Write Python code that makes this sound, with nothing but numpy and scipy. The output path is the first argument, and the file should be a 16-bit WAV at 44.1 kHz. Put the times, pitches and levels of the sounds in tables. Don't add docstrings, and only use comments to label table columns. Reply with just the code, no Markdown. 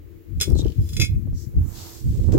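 import sys
import numpy as np
from scipy import signal
from scipy.fft import rfft, irfft, next_fast_len
from scipy.io import wavfile
from scipy.ndimage import uniform_filter1d, map_coordinates

SR = 44100
rng = np.random.default_rng(int(sys.argv[2]) if len(sys.argv) > 2 else 0)


def transcribe(u):
    v = np.clip(np.atleast_2d(u).T, -1, 1)
    q = np.round(v * 32767).astype(np.int16)
    wavfile.write(sys.argv[1], SR, q)


N = 105178

# (frequency [Hz], level struck at the tip [dB], level landing flat [dB], t60 [s])
BLADE = [(2108, -21, -3, .11), (2192, -18, -4, .15), (2423, -19, 1, .1), (2525, -19, 2, .1),
         (2591, -18, -3, .09), (3419, 1, -1, .1), (3530, -9, -8, .08), (4060, -5, -6, .13),
         (5057, -7, 2, .1), (5097, 3, -8, .11), (5241, -5, -4, .06), (5935, -4, -4, .1),
         (6264, -15, -3, .11), (7020, -3, -3, .09), (7190, -1, -15, .08), (8166, -8, -17, .11),
         (8866, 2, -6, .08), (9271, -15, -12, .1), (11000, -4, -11, .08), (11740, -17, -11, .11),
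         (12565, -9, -21, .06), (13500, -10, -15, .07)]
# (frequency [Hz], level [dB])
CRACK = [(300, 2), (1000, -8.5), (1450, -11), (2500, 0.5), (3600, 3), (5400, 6.5), (7300, 6.5), (9800, -8),
         (13500, -5), (16000, -14)]
ATTACK_S = .0005


def amp(db):
    return 10 ** (np.asarray(db) / 20)


def unit(x):
    return x / np.sqrt(np.mean(x ** 2) + 1e-20)


def along(points, hz):
    f, v = np.transpose(points)
    return np.interp(np.log(hz + 1), np.log(f + 1), v)


def curves(rows):
    s, *cols = np.transpose(rows)
    t = np.arange(N) / SR
    return [np.interp(t, s, c) for c in cols]


def wobble(rate):
    knots = rng.standard_normal(int(N * rate / SR) + 4)
    return map_coordinates(knots, [np.arange(N) * rate / SR])


def filtered(x, response):
    m = next_fast_len(N + SR // 4)
    spectrum = rfft(x, m) * response(np.fft.rfftfreq(m, 1 / SR))
    return irfft(spectrum, m)[..., :N]


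def noise(colour, alike=0):
    a, b = filtered(rng.standard_normal((2, N)), lambda hz: amp(along(colour, hz)))
    u = np.arccos(np.clip(alike, -1, 1)) / 2
    left = np.cos(u) * a + np.sin(u) * b
    right = np.cos(u) * a - np.sin(u) * b
    return unit(np.array([left, right]))


def swell(s, rise, fall):
    t = np.arange(N) / SR - s
    return np.exp(-.5 * (t / np.where(t < 0, rise, fall)) ** 2)


def burst(s, t60):
    t = np.maximum(np.arange(N) / SR - s, 0)
    return (1 - np.exp(-t / ATTACK_S)) * np.exp(-np.log(1000) * t / t60)


def panned(db):
    g = amp(np.array([np.atleast_1d(db), -np.atleast_1d(db)]) / 2)
    return g / np.sqrt(np.mean(g ** 2, axis=0))


def add(out, s, sound):
    part = out[..., int(s * SR):][..., :sound.shape[-1]]
    part += sound[..., :part.shape[-1]]


def shares(db):
    return amp(db) / np.linalg.norm(amp(db))


def clinks():
    # (time [s], ring level [dB], flatness [0 tip - 1 flat])
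    contacts = [(0.4012, -27.5, 0.6), (.411, -17, 0), (.4185, -21.5, 0), (.429, -27, 0.14),
                (.8897, -41.5, 0), (.9321, -38, 0), (.9661, -27, 0.53), (.9985, -20, 0.81),
                (1.013, -19, 0.84), (1.0175, -19, 0.99), (1.026, -30, 1), (1.037, -29, 1),
                (1.047, -30.5, 0), (1.054, -39, 0.71)]
    # (frequency [Hz], level [dB], t60 [s])
    slab = [(426, -2.5, 0.056), (1443, 0, 0.039), (1766, -2.5, 0.063)]
    slab_db = -16
    weak_db, weak_t60_s = -5, .07
    flat_soft_db, flat_dull_db_per_khz = -6, 1.0
    crack_db, crack_t60_s = 0, .02
    port_phase_rad = .7

    hz, tip, flat, t60 = np.transpose(BLADE)
    weak_hz = np.linspace(1300, 15000, num=70) * (1 + .008 * rng.standard_normal(size=70))
    all_hz = np.r_[hz, weak_hz]
    all_t60 = np.r_[t60, np.full(len(weak_hz), weak_t60_s)]
    poles = 2j * np.pi * all_hz - np.log(1000) / all_t60

    t = np.arange(SR // 3) / SR
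    attack = 1 - np.exp(-t / ATTACK_S)
    modes = np.exp(poles[:, None] * t) * attack
    knock = attack * sum(amp(db + slab_db) * np.sin(2 * np.pi * f * t) * np.exp(-np.log(1000) * t / life)
                         for f, db, life in slab)
    ports = np.exp(1j * port_phase_rad * rng.standard_normal((2, len(poles))))

    out, cracks, last_s = np.zeros((2, N)), np.zeros(N), 0
    motion = np.exp(2j * np.pi * rng.random(len(poles))) * 1e-9
    for s, ring_db, flatness in contacts:
        soft_db = flatness * flat_soft_db
        strong = shares(tip + np.clip(flatness, 0, 1) * (flat - tip))
        weak_colour_db = along(CRACK, weak_hz) - flatness * flat_dull_db_per_khz * weak_hz / 10 ** 3
        weak = amp(weak_db + soft_db) * shares(weak_colour_db)
        motion = motion * np.exp(poles * (int(s * SR) - int(last_s * SR)) / SR)
        quarter_turn = np.exp(1j * np.angle(motion)) * rng.choice([1j, -1j], size=len(poles))
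        kick = amp(ring_db) * np.sqrt(2) * np.r_[strong, weak] * quarter_turn
        motion, last_s = motion + kick, s
        ring = ((kick * ports) @ modes).real
        add(out, s, ring + amp(ring_db + soft_db) * knock)
        cracks += amp(ring_db + crack_db + soft_db) * burst(s, crack_t60_s)
    return out + cracks * noise(CRACK, alike=0.46)


def slide():
    # (time [s], level [dB])
    drag = [(.68, -110), (.76, -79), (.82, -58.5), (.88, -55), (.95, -48), (.99, -52), (1.04, -110)]
    grit_db = -8

    def steel(f):
        return sum(amp(tip) / (1 + 1j * (f - hz) / (hz * 0.011)) for hz, tip, flat, t60 in BLADE)

    singing = unit(filtered(rng.standard_normal((2, N)), steel))
    level = amp(curves(drag)[0] + 0.68 * wobble(120))
    return level * (singing + amp(grit_db) * noise(CRACK))


def creaks():
    # (start [s], length [s], slip rate [1/s], first level [dB], last level [dB], pitch [Hz])
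    trains = [(0.5, .022, 48, -31, -37, 5370), (.551, 0.041, 210, -38.5, -28, 4050),
              (.587, 0.0348, 200, -26, -32, 3780), (0.647, .074, 56, -34.5, -35.5, 3060)]
    # (multiple of its pitch [ratio], level [dB])
    slip_colour = [(.5, -40), (.8, -14), (1, 5.5), (1.2, -8), (1.5, -0.5), (2.1, -4.5), (2.6, -22),
                   (4, -21)]
    slip_t60_s, ring_t60_s, ring_db = 0.0077, .016, -4
    jitter = .05
    pan_db = 3.5
    out, t = np.zeros((2, N)), np.arange(N) / SR
    for start, length, rate, first_db, last_db, hz in trains:
        grit = noise([(multiple * hz, db) for multiple, db in slip_colour], alike=0.23)
        for age in np.arange(0, length, 1 / rate):
            s = start + age + jitter * rng.standard_normal() / rate
            ring = amp(ring_db) * burst(s, ring_t60_s) * np.sin(2 * np.pi * hz * (t - s))
            level_db = first_db + (last_db - first_db) * age / length
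            out += amp(level_db) * (burst(s, slip_t60_s) * grit + ring)
    return out * panned(pan_db)


def rocks(x):
    # (frequency [Hz], t60 [s])
    decay = [(500, 0.15), (2200, 0.24), (6000, 0.15), (14000, 0.13)]
    hz, t, z = signal.stft(rng.standard_normal((2, SR // 2)), SR, nperseg=256)
    fading = np.exp(-np.log(1000) * t / along(decay, hz)[:, None])
    tail = signal.istft(z * fading, SR, nperseg=256)[1]
    return signal.fftconvolve(x, tail / np.linalg.norm(tail[0]), axes=1)[:, :N]


def scuffs():
    # (time [s], level [dB], t60 [s])
    scrapes = [(0.43, -29, 0.1), (2.3199, -37.5, 0.073), (2.333, -46, 0.22)]
    # (frequency [Hz], level [dB])
    scrape_colour = [(400, -24), (1200, -2), (4000, 0.5), (7300, 6), (9800, -17.5), (13000, -7.5),
                     (16000, -2)]
    envelope = sum(amp(db) * burst(s, t60) for s, db, t60 in scrapes)
    return envelope * amp(0.78 * wobble(300)) * noise(scrape_colour, alike=0.15)


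def cloth():
    # (peak time [s], rise [s], fall [s], level [dB], centre [Hz], width [octaves])
    swishes = [(.48, 0.062, .04, -56, 5470, 0.99), (.68, 0.1, 0.083, -57, 3750, 0.76),
               (1.409, 0.038, 0.033, -49, 5780, 0.29), (1.69, 0.022, 0.072, -55, 7000, .35),
               (1.796, .04, 0.1, -43.5, 4960, 0.59), (1.869, 0.17, 0.084, -52, 830, 1),
               (1.97, 0.041, 0.039, -48, 5540, 0.63), (2.18, 0.15, 0.12, -53, 5140, 1),
               (2.375, 0.051, 0.061, -41.5, 710, 0.44)]
    # (frequency [Hz], level [dB])
    swish_colour = [(500, 4.5), (6000, -2), (7800, 2.5), (9300, -5.5), (11500, -6.5), (16000, 6)]
    # (time [s], level [dB])
    fizz = [(0, -67), (.38, -64.5), (.47, -51), (.55, -55.5), (.75, -59), (.9, -49.5), (1.15, -59.5),
            (1.32, -65), (1.41, -52), (1.55, -62), (1.74, -47.5), (1.9, -44.5), (2.05, -53.5), (2.38, -64)]
    # (frequency [Hz], level [dB])
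    fizz_colour = [(1000, -20), (3000, -18.5), (7000, -5), (9300, -15.5), (11500, -1.5), (15500, -4.5)]
    out = amp(curves(fizz)[0]) * noise(fizz_colour)
    for s, rise, fall, db, hz, octaves in swishes:
        def weave(f):
            return amp(along(swish_colour, f)) / (1 + (np.log2((f + 1) / hz) / octaves) ** 2)

        band = unit(filtered(rng.standard_normal((2, N)), weave))
        out += amp(db + 1.1 * wobble(180)) * swell(s, rise, fall) * band
    return out


def wind():
    # (time [s], level before a 3 dB lift [dB], left minus right [dB])
    buffeting = [(0.0, -44, 4), (0.18, -46.5, 27), (0.24, -56.5, 25), (0.31, -33.5, 52), (0.39, -24, -9.5),
                 (0.45, -43, 15), (0.48, -23.5, 54), (0.53, -15, 8), (0.62, -26.5, 54), (0.66, -21.5, 13),
                 (0.7, -23.5, 44), (0.74, -46, 58), (0.79, -16, -1.0), (0.89, -34, 7), (0.97, -27.5, -4.5),
                 (1.0, -20, -49), (1.03, -20, -8), (1.08, -35, -15), (1.1, -22, -7.5), (1.19, -22, 9),
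                 (1.21, -31.5, 24), (1.28, -26.5, 4), (1.35, -27.5, -2.5), (1.38, -32, 27),
                 (1.45, -37.5, 43), (1.47, -30, 22), (1.52, -42.5, 1), (1.58, -14, 4), (1.75, -41.5, -36),
                 (1.83, -41, -1), (1.91, -49.5, -33), (2.01, -41.5, -11.5), (2.07, -18, -2.0),
                 (2.13, -24.5, 0), (2.15, -25.5, -22), (2.19, -23, 13), (2.25, -21, -46), (2.29, -17.5, -6),
                 (2.33, -19, -48), (2.38, -17.5, -37)]
    # (frequency [Hz], level [dB])
    buffet_colour = [(15, -32), (30, -8), (55, -1.5), (85, 2), (125, -6.5), (200, -17.5), (300, -26),
                     (500, -59), (900, -83.5)]
    # (peak time [s], rise [s], fall [s], level [dB], left minus right [dB])
    strong_gusts = [(0.519, 0.033, 0.039, -26.5, -7), (0.602, 0.0083, 0.064, -30, -3),
                    (0.802, 0.011, 0.021, -38.5, 0), (1.006, 0.017, 0.023, -29.5, 8.5),
                    (1.15, 0.026, 0.06, -58.5, -14), (1.275, 0.0088, 0.009, -39.5, -6.5),
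                    (1.578, 0.026, 0.014, -42, -1.5), (2.252, 0.099, .05, -35.5, -2),
                    (2.36, 0.038, 0.052, -24, 15)]
    # (frequency [Hz], level [dB])
    flutter_colour = [(80, -20), (180, -3.5), (330, 5), (480, -2), (700, -21.5), (1100, -29), (2000, -43.5),
                      (4000, -53)]
    level_db, side_db = curves(buffeting)
    eddies = noise(buffet_colour)
    power = np.abs(uniform_filter1d(eddies ** 2, size=2200, axis=1))
    eddies = unit(eddies / np.sqrt(power + 0.025))
    buffet = amp(level_db + 3.0) * panned(side_db) * eddies
    gusts = sum(amp(db) * panned(pan_db) * swell(s, rise, fall)
                for s, rise, fall, db, pan_db in strong_gusts)
    flicker = amp(5.64 * np.array([wobble(110), wobble(110)]))
    return buffet + gusts * unit(noise(flutter_colour) * flicker)


def pops():
    # (time [s], level before the decay [dB], pitch [Hz], left minus right [dB])
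    pushes = [(.511, -14.5, 300, 10), (.556, -13.5, 247, -13), (0.593, -15, 300, -20), (1.274, -29, 280, 0),
              (1.33, -11, 65, -4), (2.289, -6, 133, 3), (2.329, -15, 302, 2), (2.354, -11, 323, 10)]
    t60_s = .018
    t = np.arange(N) / SR
    return sum(amp(db) * panned(pan_db) * burst(s, t60_s) * np.sin(2 * np.pi * hz * (t - s))
               for s, db, hz, pan_db in pushes)


def drone():
    # (frequency [Hz], level [dB])
    drone_colour = [(60, -31), (200, -16), (280, -5.5), (330, 7.5), (380, -6.5), (440, -3.5), (550, -18),
                    (800, -28.5), (2000, -27.5), (5000, -38.5), (8500, -79), (16000, -26)]
    return amp(-49) * noise(drone_colour, alike=0.17)


def scene():
    left_lag_s = .000095
    echo_db = -12
    side = np.array([[-1], [1]])
    blade = filtered(clinks() + slide() + creaks(), lambda hz: np.exp(1j * np.pi * hz * left_lag_s * side))
    stone = blade + amp(echo_db) * rocks(blade) + scuffs()
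    return stone + cloth() + wind() + pops() + drone()


def record(dry):
    top_hz = 16000
    fade = np.clip((N - np.arange(N)) / 120, 0, 1)
    return filtered(dry * fade, lambda hz: 1 / (1 + (hz / top_hz) ** 120))


dry = scene()
out = record(dry)
transcribe(out)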